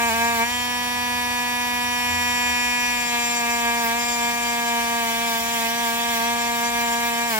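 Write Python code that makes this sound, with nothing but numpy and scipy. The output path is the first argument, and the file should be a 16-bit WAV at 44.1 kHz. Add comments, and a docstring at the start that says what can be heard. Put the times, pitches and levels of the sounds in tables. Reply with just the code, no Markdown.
"""A gritty scrape and a buzzing whine open the scene: a cordless rotary tool polishes a coin on a desk.
Within half a second its wire wheel lifts off and whines freely; near 3 s it comes back down, the
motor sags under the pressure and a thin ring comes and goes. The whine is a harmonic series on the
shaft speed; the scrape is the noise of wire tips striking metal, pulsing once a turn.
Underneath, air rushes from the motor and the room hums."""
import sys
import numpy as np
from scipy import signal
from scipy.fft import rfft, irfft, next_fast_len
from scipy.io import wavfile
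from scipy.ndimage import map_coordinates

SR = 44100
rng = np.random.default_rng(int(sys.argv[2]) if len(sys.argv) > 2 else 0)


def to_wav(s):
    """Save 16-bit WAV."""
    ch = np.atleast_2d(s).T  # columns
    pcm = np.round(np.clip(ch, -1, 1) * 32767)  # PCM
    wavfile.write(sys.argv[1], SR, pcm.astype(np.int16))


N = 325899
STEP = 64  # samples per control tick
TIME = np.arange(N) / SR
TICKS = np.arange(0, N + STEP, STEP) / SR

# the wheel's touch: (time [s], contact [0 lifted, 1 on the coin])
CONTACT = [(0, 1), (.43, 1), (.46, 0.18), (2.85, 0.045), (3.15, 1)]


def shaft(idle_hz=244, sag_hz=10, inertia_s=0.02, tremor=0.0003, snag=0.0013, unsteady=0.0007):
    """Shaft angle and load: pressure slows the motor, inertia delays the sag, snagging wires add jitter."""
    keep = np.exp(-STEP / SR / inertia_s)
    pressed = pressure()
    drag = signal.lfilter([1 - keep], [1, -keep], pressed, zi=[keep * pressed[0]])[0]
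    load = np.clip(drag, 0, 2)
    jitter = tremor * wobble(70) + load * (snag * wobble(110) + unsteady * wobble(16))
    speed_hz = (idle_hz - sag_hz * drag) * (1 + jitter)
    return 2 * np.pi * np.cumsum(np.interp(TIME, TICKS, speed_hz)) / SR, load


def pressure():
    """Superposed forces: the hand's steady lean plus its short pushes, on the control ticks."""
    # (time [s], pressure [1 = firm polishing])
    lean = [(0.0, 1.004), (0.414, 0.945), (0.5, 0.009), (1.414, 0.072), (2.885, 0.075), (3.16, 0.603),
            (3.296, 0.501), (3.69, 0.867), (4.085, 0.54), (4.171, 0.769), (4.388, 0.673), (4.825, 0.951),
            (6.055, 0.908), (6.419, 0.846), (7.388, 0.822)]
    # (start [s], length [s], added pressure [1 = firm polishing])
    pushes = [(0.078, 0.064, 1.393), (0.134, 0.092, 0.306), (0.335, 0.094, 0.534), (3.378, 0.132, 0.198),
              (3.796, 0.172, 0.553), (4.97, 0.287, 0.366), (5.239, 0.285, 0.477), (5.518, 0.232, 0.526),
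              (5.824, 0.131, 0.438), (6.103, 0.168, 0.522), (6.542, 0.072, 0.14), (6.844, 0.138, 0.189),
              (7.053, 0.182, 0.19), (7.279, 0.227, 2.129)]
    # rise, hold and let go: (time [share of length], pressure [share of strength])
    push_shape = [(0, 0), (.25, 1), (.6, .85), (1, 0)]
    added = sum(strength * columns(push_shape, (TICKS - start) / length)[0]
                for start, length, strength in pushes)
    return columns(lean, TICKS)[0] + added


def whine(angle, load, drift_db=1.5, shake_db=0.62, scatter_hz=8000, widest_pan_db=14, orders=65):
    """Harmonic series: motor and wheel repeat each turn, so they sound at multiples of the shaft speed."""
    # between the microphones: (frequency [Hz], phase lead of the left [rad])
    phase_lead = [(235, 1.08), (470, -0.85), (940, -1), (1175, -1.84), (1450, -1), (1650, -1.5),
                  (1900, -1.73), (2350, -1.52), (2900, -1.93), (3500, -1.85), (4150, -2.5), (4550, -.5),
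                  (5000, 2), (5400, 0.5), (5900, -1.8), (7200, -2)]
    contact = np.clip(columns(CONTACT, TICKS)[0], 0, 1)
    whine_db, buzz_db = swells(contact)
    ring_db = ring_level(contact, load)
    mean_hz = angle[-1] / (2 * np.pi * TIME[-1])
    turn = np.exp(1j * angle).astype(np.complex64)
    spin, out = np.ones_like(turn), np.zeros((2, N))
    for order in range(1, orders + 1):
        hz = order * mean_hz
        spin = spin * turn
        db, pan_db = order_levels(order, hz, contact)
        db = db + colour_db(hz, whine_db, buzz_db, ring_db) + release(hz)
        pan_db = np.clip(pan_db, -widest_pan_db, widest_pan_db)
        voice = flutter(hz, load) * np.exp(1j * rng.normal(0, 1.66))
        # reflections off the desk scramble the phase of short waves
        lead = along(phase_lead, hz) + rng.standard_normal() * (hz / scatter_hz) ** 2
        for channel, side in enumerate((1, -1)):
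            # high orders swell and fade as the hand drifts and the touching wheel skids
            drift = min(hz / 4000, 1) * drift_db * wobble(1.47)
            skid = min(hz / 2000, 1) * shake_db * contact * wobble(20)
            share = 2 / np.sqrt(1 + amp(-2 * side * pan_db))
            gain = voice * share * amp(db + drift + skid) * np.exp(1j * side * lead / 2)
            out[channel] += (np.interp(TIME, TICKS, gain) * spin).real
    return out


def order_levels(order, hz, contact):
    """Loading reshapes the line spectrum: an order's level and balance in dB follow the contact."""
    # wheel lifted, one row per order from the first: (level [dB], left-right [dB])
    free_orders = [(-35.0, -7), (-43, -8), (-37.5, 3.5), (-30, 1), (-40, -14.5), (-46, 10), (-32.5, -16.5),
                   (-34.5, -2.5), (-37.5, 36), (-34, 0.5), (-41.5, 39), (-41.5, 3), (-41.5, -5), (-46, 6),
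                   (-42, 3), (-52, -38), (-51.5, 6), (-47.5, -1), (-45.5, -1), (-47, -3.5), (-42.5, 5),
                   (-51.5, -20), (-44.5, 12), (-43.5, 6), (-45.5, -4), (-57, -6.0), (-54, 12), (-53, 45),
                   (-37.5, 11.5), (-36.5, -1), (-41.5, 10), (-63, 12)]
    # wheel on the coin, likewise: (level [dB], left-right [dB])
    loaded_orders = [(-34.5, -3.0), (-39, 4.5), (-32.5, -2.5), (-31, -1), (-34.5, 4), (-47, 17),
                     (-33.5, -1.5), (-39.5, 4), (-35.5, -4), (-33.0, 7.5), (-38, -5), (-43, 8),
                     (-37.5, 0.5), (-41, 12.5), (-39.5, -8), (-43, 2), (-44, 20), (-46.5, -3), (-50, 8),
                     (-49, 14), (-47.5, 23), (-48.5, 2), (-51, -9), (-50.5, 3), (-42.5, -2), (-45, 3),
                     (-44, 9), (-48.5, 9), (-45, 15), (-45, 18), (-39.5, 45), (-51, 14)]
    # higher orders: (frequency [Hz], lifted level [dB], loaded level [dB], left-right [dB])
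    faint_orders = [(7540, -54, -46, -6), (8400, -53.5, -56.5, -4), (8900, -44, -42, 0),
                    (9130, -56, -67, -4), (10240, -48, -49, 0), (11400, -56.5, -60, 0),
                    (12200, -50, -52.5, -2.5), (13800, -60, -53, -4), (15500, -59, -53, 2)]
    if order <= len(free_orders):
        free, loaded = free_orders[order - 1], loaded_orders[order - 1]
    else:
        free_db, loaded_db, pan_db = columns(faint_orders, hz)
        free, loaded = (free_db, pan_db), (loaded_db, pan_db)
    return np.outer(free, 1 - contact) + np.outer(loaded, contact)


def flutter(hz, load, idle=0.11, loaded=0.12, rough_hz=2500, restless_hz=14000):
    """Random modulation broadens each line, high ones most: bending wires never strike twice alike."""
    blur = (hz / 10500) ** 4
    depth = (idle + loaded * load) * (hz / rough_hz) ** 1.1 + blur * (0.35 + load)
    slow = wobble(32) + 1j * wobble(32)
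    fast = wobble(150) + 1j * wobble(150)
    fast_share = hz / (hz + restless_hz)
    modulation = np.sqrt(1 - fast_share) * slow + np.sqrt(fast_share) * fast
    return (1 + depth * modulation) / np.sqrt(1 + 2 * depth ** 2)


def colour_db(hz, whine_db, buzz_db, ring_db, ring_hz=7150, ring_width_hz=400):
    """Spectral envelope: each movement of the hand lifts the orders in its own band."""
    # the wheel's place on the coin: (time [s], position [-1 rim, 1 middle])
    ride = [(0, -0.64), (.44, -0.85), (.5, 0.26), (3, 0.11), (3.6, -0.64), (4.6, -0.24), (5.05, 0.024),
            (6.2, 0.77), (6.5, -0.12), (7.39, -0.27)]
    low = whine_db * along([(240, 0.57), (470, 0.83), (700, 0.71), (940, 1.15), (1200, 0.7),
                            (1650, 0.77), (1900, 0)], hz)
    buzz = buzz_db * along([(1200, 0.056), (1600, 0.43), (2500, 1.32), (3200, 0.5)], hz)
    # over the middle of the coin, the wires buzz higher
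    ride_db = 5.5 * columns(ride, TICKS)[0]
    high = ride_db * along([(2600, 0.01), (3400, 0.83), (4000, 0.82), (4800, 0.35)], hz)
    # the ring has a sharp peak and, when strongly driven, a broad skirt below it
    peak = np.exp(-((hz - ring_hz) / ring_width_hz) ** 4)
    skirt = along([(4200, 0.0098), (5000, 1.0), (6100, 0.37), (6900, 0)], hz)
    return low + buzz + high + ring_db * (peak + skirt * np.clip(ring_db / 3, 0, 1))


def swells(contact, choke_db=1.0, restless_db=0.64):
    """Directivity: the tool's angle swells whine and buzz; skips jolt both, digging chokes the buzz."""
    # (time [s], whine lift [dB], buzz lift [dB])
    directivity = [(0, 3.5, 0.5), (.43, 5, 2.5), (.46, -2, 0.5), (.75, -1.1, -0.5), (1.15, 0.1, 0),
                   (1.75, 0, 0.9), (2.35, 0.3, 4), (2.88, -1.5, 3.5), (3.05, -3, 1.5), (3.3, -1.5, 1),
                   (3.5, 1, 2), (3.88, 1.9, 0.5), (4.4, -.5, -0.6), (4.8, 2.2, -0.6), (5.5, -0.2, -1.1),
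                   (6.4, 2, -1.7), (7.39, 2, 0)]
    whine_db, buzz_db = columns(directivity, TICKS)
    skip_whine_db, skip_buzz_db, _ = skips()
    restless = restless_db * contact * wobble(14)
    choke = choke_db * np.maximum(dig(), 0)
    return whine_db + skip_whine_db + restless, buzz_db + skip_buzz_db + restless - choke


def ring_level(contact, load, touch_db=7, damp_db=12, light=0.65, span=0.38, waver_db=-2.6):
    """Contact damping: a light touch drives the thin ring hardest, and more pressure damps it."""
    # the ring with the wheel in the air: (time [s], lift [dB])
    free_ring = [(.56, -6), (1.06, -18), (2.05, -8), (2.35, -1.5), (3.0, -7.5)]
    damping = damp_db * np.tanh(np.maximum(load - light, 0) / span)
    touching = touch_db - damping + waver_db * wobble(12)
    return contact * touching + (1 - contact) * columns(free_ring, TICKS)[0]


def release(hz, start_s=0.44, lift_db=9.5, rise_s=0.023, settle_s=0.55, sing_hz=3150, width_hz=170):
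    """Free vibration: wires leaving the coin sing and settle, lifting the orders near their note."""
    since = np.maximum(TICKS - start_s, 0)
    envelope = np.minimum(since / rise_s, 1) * np.exp(-since / settle_s)
    return lift_db * envelope * np.exp(-((hz - sing_hz) / width_hz) ** 2)


def scrape(angle, grit_db=-33.5, grit_dig_db=4.0, sizzle_db=-39, sizzle_dig_db=11, uneven_db=-0.3):
    """Friction noise: a gritty scrape with a spikier sizzle on top, both growing as the wires dig in."""
    # wire tips on metal: (frequency [Hz], relative density [dB], left-right [dB])
    grit_spectrum = [(500, -43, 7), (1380, -24, -8), (1670, 3.5, -1), (2520, -1.5, -20.5),
                     (2690, -6.5, -11), (5100, 1.5, 4.5), (6700, -8, -4), (6900, 1, 12), (8000, 0, -2),
                     (10000, -3.5, -5), (11600, -6, -11), (13000, -6, 15), (15400, -26, 10)]
    # the finest tips: (frequency [Hz], relative density [dB], left-right [dB])
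    sizzle_spectrum = [(9000, -32, 0), (11700, -8, 4), (12700, 1, 4), (14300, 7, -2), (15400, 0.5, 12)]
    contact = np.clip(columns(CONTACT, TIME)[0], 0, 1)
    depth, uneven = dig(), uneven_db * wobble(18)
    hard_db = np.interp(TIME, TICKS, grit_db + grit_dig_db * depth + uneven)
    fine_db = np.interp(TIME, TICKS, sizzle_db + sizzle_dig_db * depth + uneven + skips()[2])
    strikes = recurring(flicks(angle, bite=0.13, grain=0.18), angle)
    grit = amp(hard_db) * coloured(strikes, grit_spectrum)
    sizzle = amp(fine_db) * coloured(flicks(angle, bite=0.25, grain=0.23), sizzle_spectrum)
    return np.sqrt(contact) * (grit + sizzle)


def flicks(angle, bite, grain):
    """Countless tip impacts merge into noise, thickest where the wheel's high side comes round."""
    noise = stereo_noise(alike_hz=3500)
    return noise * np.exp(bite * np.cos(angle) + grain * np.interp(TIME, TICKS, wobble(600)))


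def recurring(tips, angle, recur=0.83, recur_hz=6500, turns=3):
    """Comb filtering: the same wires return each turn and repeat all but the finest detail."""
    total = tips
    for _ in range(turns):
        turn_before = np.array([np.interp(angle - 2 * np.pi, angle, channel) for channel in tips])
        tips = filtered(turn_before, lambda hz: recur / (1 + (hz / recur_hz) ** 4))
        total = total + tips
    return total


def dig(firm=0.95, give=0.63):
    """Saturating depth of the wires, -1 to 1: they bend aside, so heavy pressure adds little."""
    return np.tanh((pressure() - firm) / give)


def skips(half_length_s=0.035):
    """Intermittent contact: on the coin's relief the wheel briefly bites deeper or loses its grip."""
    # (time [s], whine lift [dB], buzz lift [dB], sizzle lift [dB])
    jolts = [(.125, -1, 0.5, -6), (3.15, 4, 2, -2), (3.43, 2, 0.5, -2), (3.68, 3, 2.5, -5),
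             (3.86, 2, 1, 5.5), (4.06, -4.5, -.5, 0), (4.22, 2, -0.5, -3), (5.15, -1.5, 0, -2),
             (5.43, -1, 0, 2), (5.98, -1.5, -1.5, 9), (6.15, -1.5, 1, 2), (6.58, 0, 1, 4),
             (6.81, -0.5, 2, 9), (7.06, 0.5, 2, 10)]
    return sum(np.outer(lifts_db, np.exp(-((TICKS - at_s) / half_length_s) ** 2))
               for at_s, *lifts_db in jolts)


def rasp(angle, load, level_db=-137, load_db=10, centre_hz=2350, width_hz=230, bite=0.95):
    """Narrow-band friction: wires catch on the coin under load, here too faintly to be heard."""
    catches = stereo_noise(alike_hz=1500) * np.exp(bite * np.cos(angle))
    band = unit(filtered(catches, lambda hz: 1 / (1 + ((hz - centre_hz) / width_hz) ** 4)))
    return band * np.interp(TIME, TICKS, amp(level_db + load_db * load))


def air(angle, level_db=-34.5, chop=0.27):
    """Flow noise: the motor's rush of air, lightly chopped by the rotor once a turn."""
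    # stirred air and the room: (frequency [Hz], relative density [dB])
    air_spectrum = [(20, -37), (60, 5), (110, -7), (170, 2), (380, -4.5), (620, -3), (830, 6.5),
                    (1050, -0.5), (1370, -6), (1600, 0), (2300, 2), (4000, -5.5), (6300, -7), (8000, -8.5),
                    (12800, -7), (15500, -14)]
    rush = stereo_noise(alike_hz=2600) * np.exp(chop * np.cos(angle))
    return amp(level_db) * unit(filtered(rush, lambda hz: amp(along(air_spectrum, hz))))


def hum(waver_db=3.0):
    """Pure tones: the room's steady hum, and an amplitude-modulated drone that sags and dies away."""
    # (frequency [Hz], rms level [dB])
    room_tones = [(59.2, -57.5), (118.4, -58), (156.1, -60)]
    # (time [s], frequency [Hz], level [dB])
    drone_path = [(0, 82, -47), (.3, 86.7, -48), (1.8, 86.9, -49.5), (2.3, 86.3, -44), (2.52, 75.3, -47),
                  (2.75, 62.8, -52), (3.15, 56, -54), (3.5, 56, -70)]
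    steady = sum(amp(db) * np.sin(2 * np.pi * (hz * TIME + rng.random())) for hz, db in room_tones)
    drone_hz, drone_db = columns(drone_path, TIME)
    waver = waver_db * np.interp(TIME, TICKS, wobble(16))
    drone = amp(drone_db + waver) * np.sin(2 * np.pi * np.cumsum(drone_hz) / SR)
    return np.sqrt(2) * (steady + drone)


def rumble(level_db=-58.5, centre_hz=56):
    """Diffuse field: the room's low rumble is uncorrelated between the microphones."""
    noise = rng.standard_normal((2, N))
    return amp(level_db) * unit(filtered(noise, lambda hz: hz / centre_hz / (1 + (hz / centre_hz) ** 3)))


def stereo_noise(alike_hz, bass_side=0.41, lag=5.9):
    """Partial coherence: noise alike in the bass but not the treble, lag samples late on the left."""
    mid, side = rng.standard_normal((2, N))
    side = filtered(side, lambda hz: (hz + bass_side * alike_hz) / (hz + alike_hz))
    pair = np.array([mid + side, mid - side])
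    return filtered(pair, lambda hz: np.exp(np.outer([-1, 1], 1j * np.pi * hz * lag / SR)))


def coloured(x, spectrum):
    """Shape a stereo pair by (frequency [Hz], level [dB], left-right [dB]) points, at rms 1."""
    def response(hz):
        db, pan_db = columns(spectrum, hz)
        return amp(db + np.outer([.5, -.5], pan_db))
    return unit(filtered(x, response))


def filtered(x, response):
    """Linear filtering: multiply the spectrum of x by a frequency response."""
    size = next_fast_len(N + SR // 4)
    return irfft(rfft(x, size) * response(np.fft.rfftfreq(size, 1 / SR)), size)[..., :N]


def wobble(rate):
    """A smooth random curve on the control ticks, rate knots a second."""
    knots = np.random.default_rng(rng.integers(2 ** 31)).standard_normal(int(TICKS[-1] * rate) + 4)
    return map_coordinates(knots, [TICKS * rate])


def columns(rows, at):
    """Interpolate each later column of a table at values of its first."""
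    first, *rest = np.transpose(rows)
    return [np.interp(at, first, column) for column in rest]


def along(points, hz):
    """Interpolate (frequency [Hz], value) points on a log axis."""
    point_hz, values = np.transpose(points)
    return np.interp(np.log(hz + 1), np.log(point_hz + 1), values)


def amp(db):
    """Decibels to gain."""
    return 10 ** (np.asarray(db) / 20)


def unit(x):
    """Scale to rms 1."""
    return x / np.sqrt(np.mean(x ** 2) + 1e-20)


def scene():
    """Superposition: one shaft drives the whine, the scraping and the air; the room lies underneath."""
    angle, load = shaft()
    return whine(angle, load) + scrape(angle) + rasp(angle, load) + air(angle) + hum() + rumble()


def record(dry):
    """Band limiting: an ideal low-pass keeps nothing above 15.8 kHz."""
    return filtered(dry, lambda hz: hz < 15800)


dry = scene()
out = record(dry)
to_wav(out)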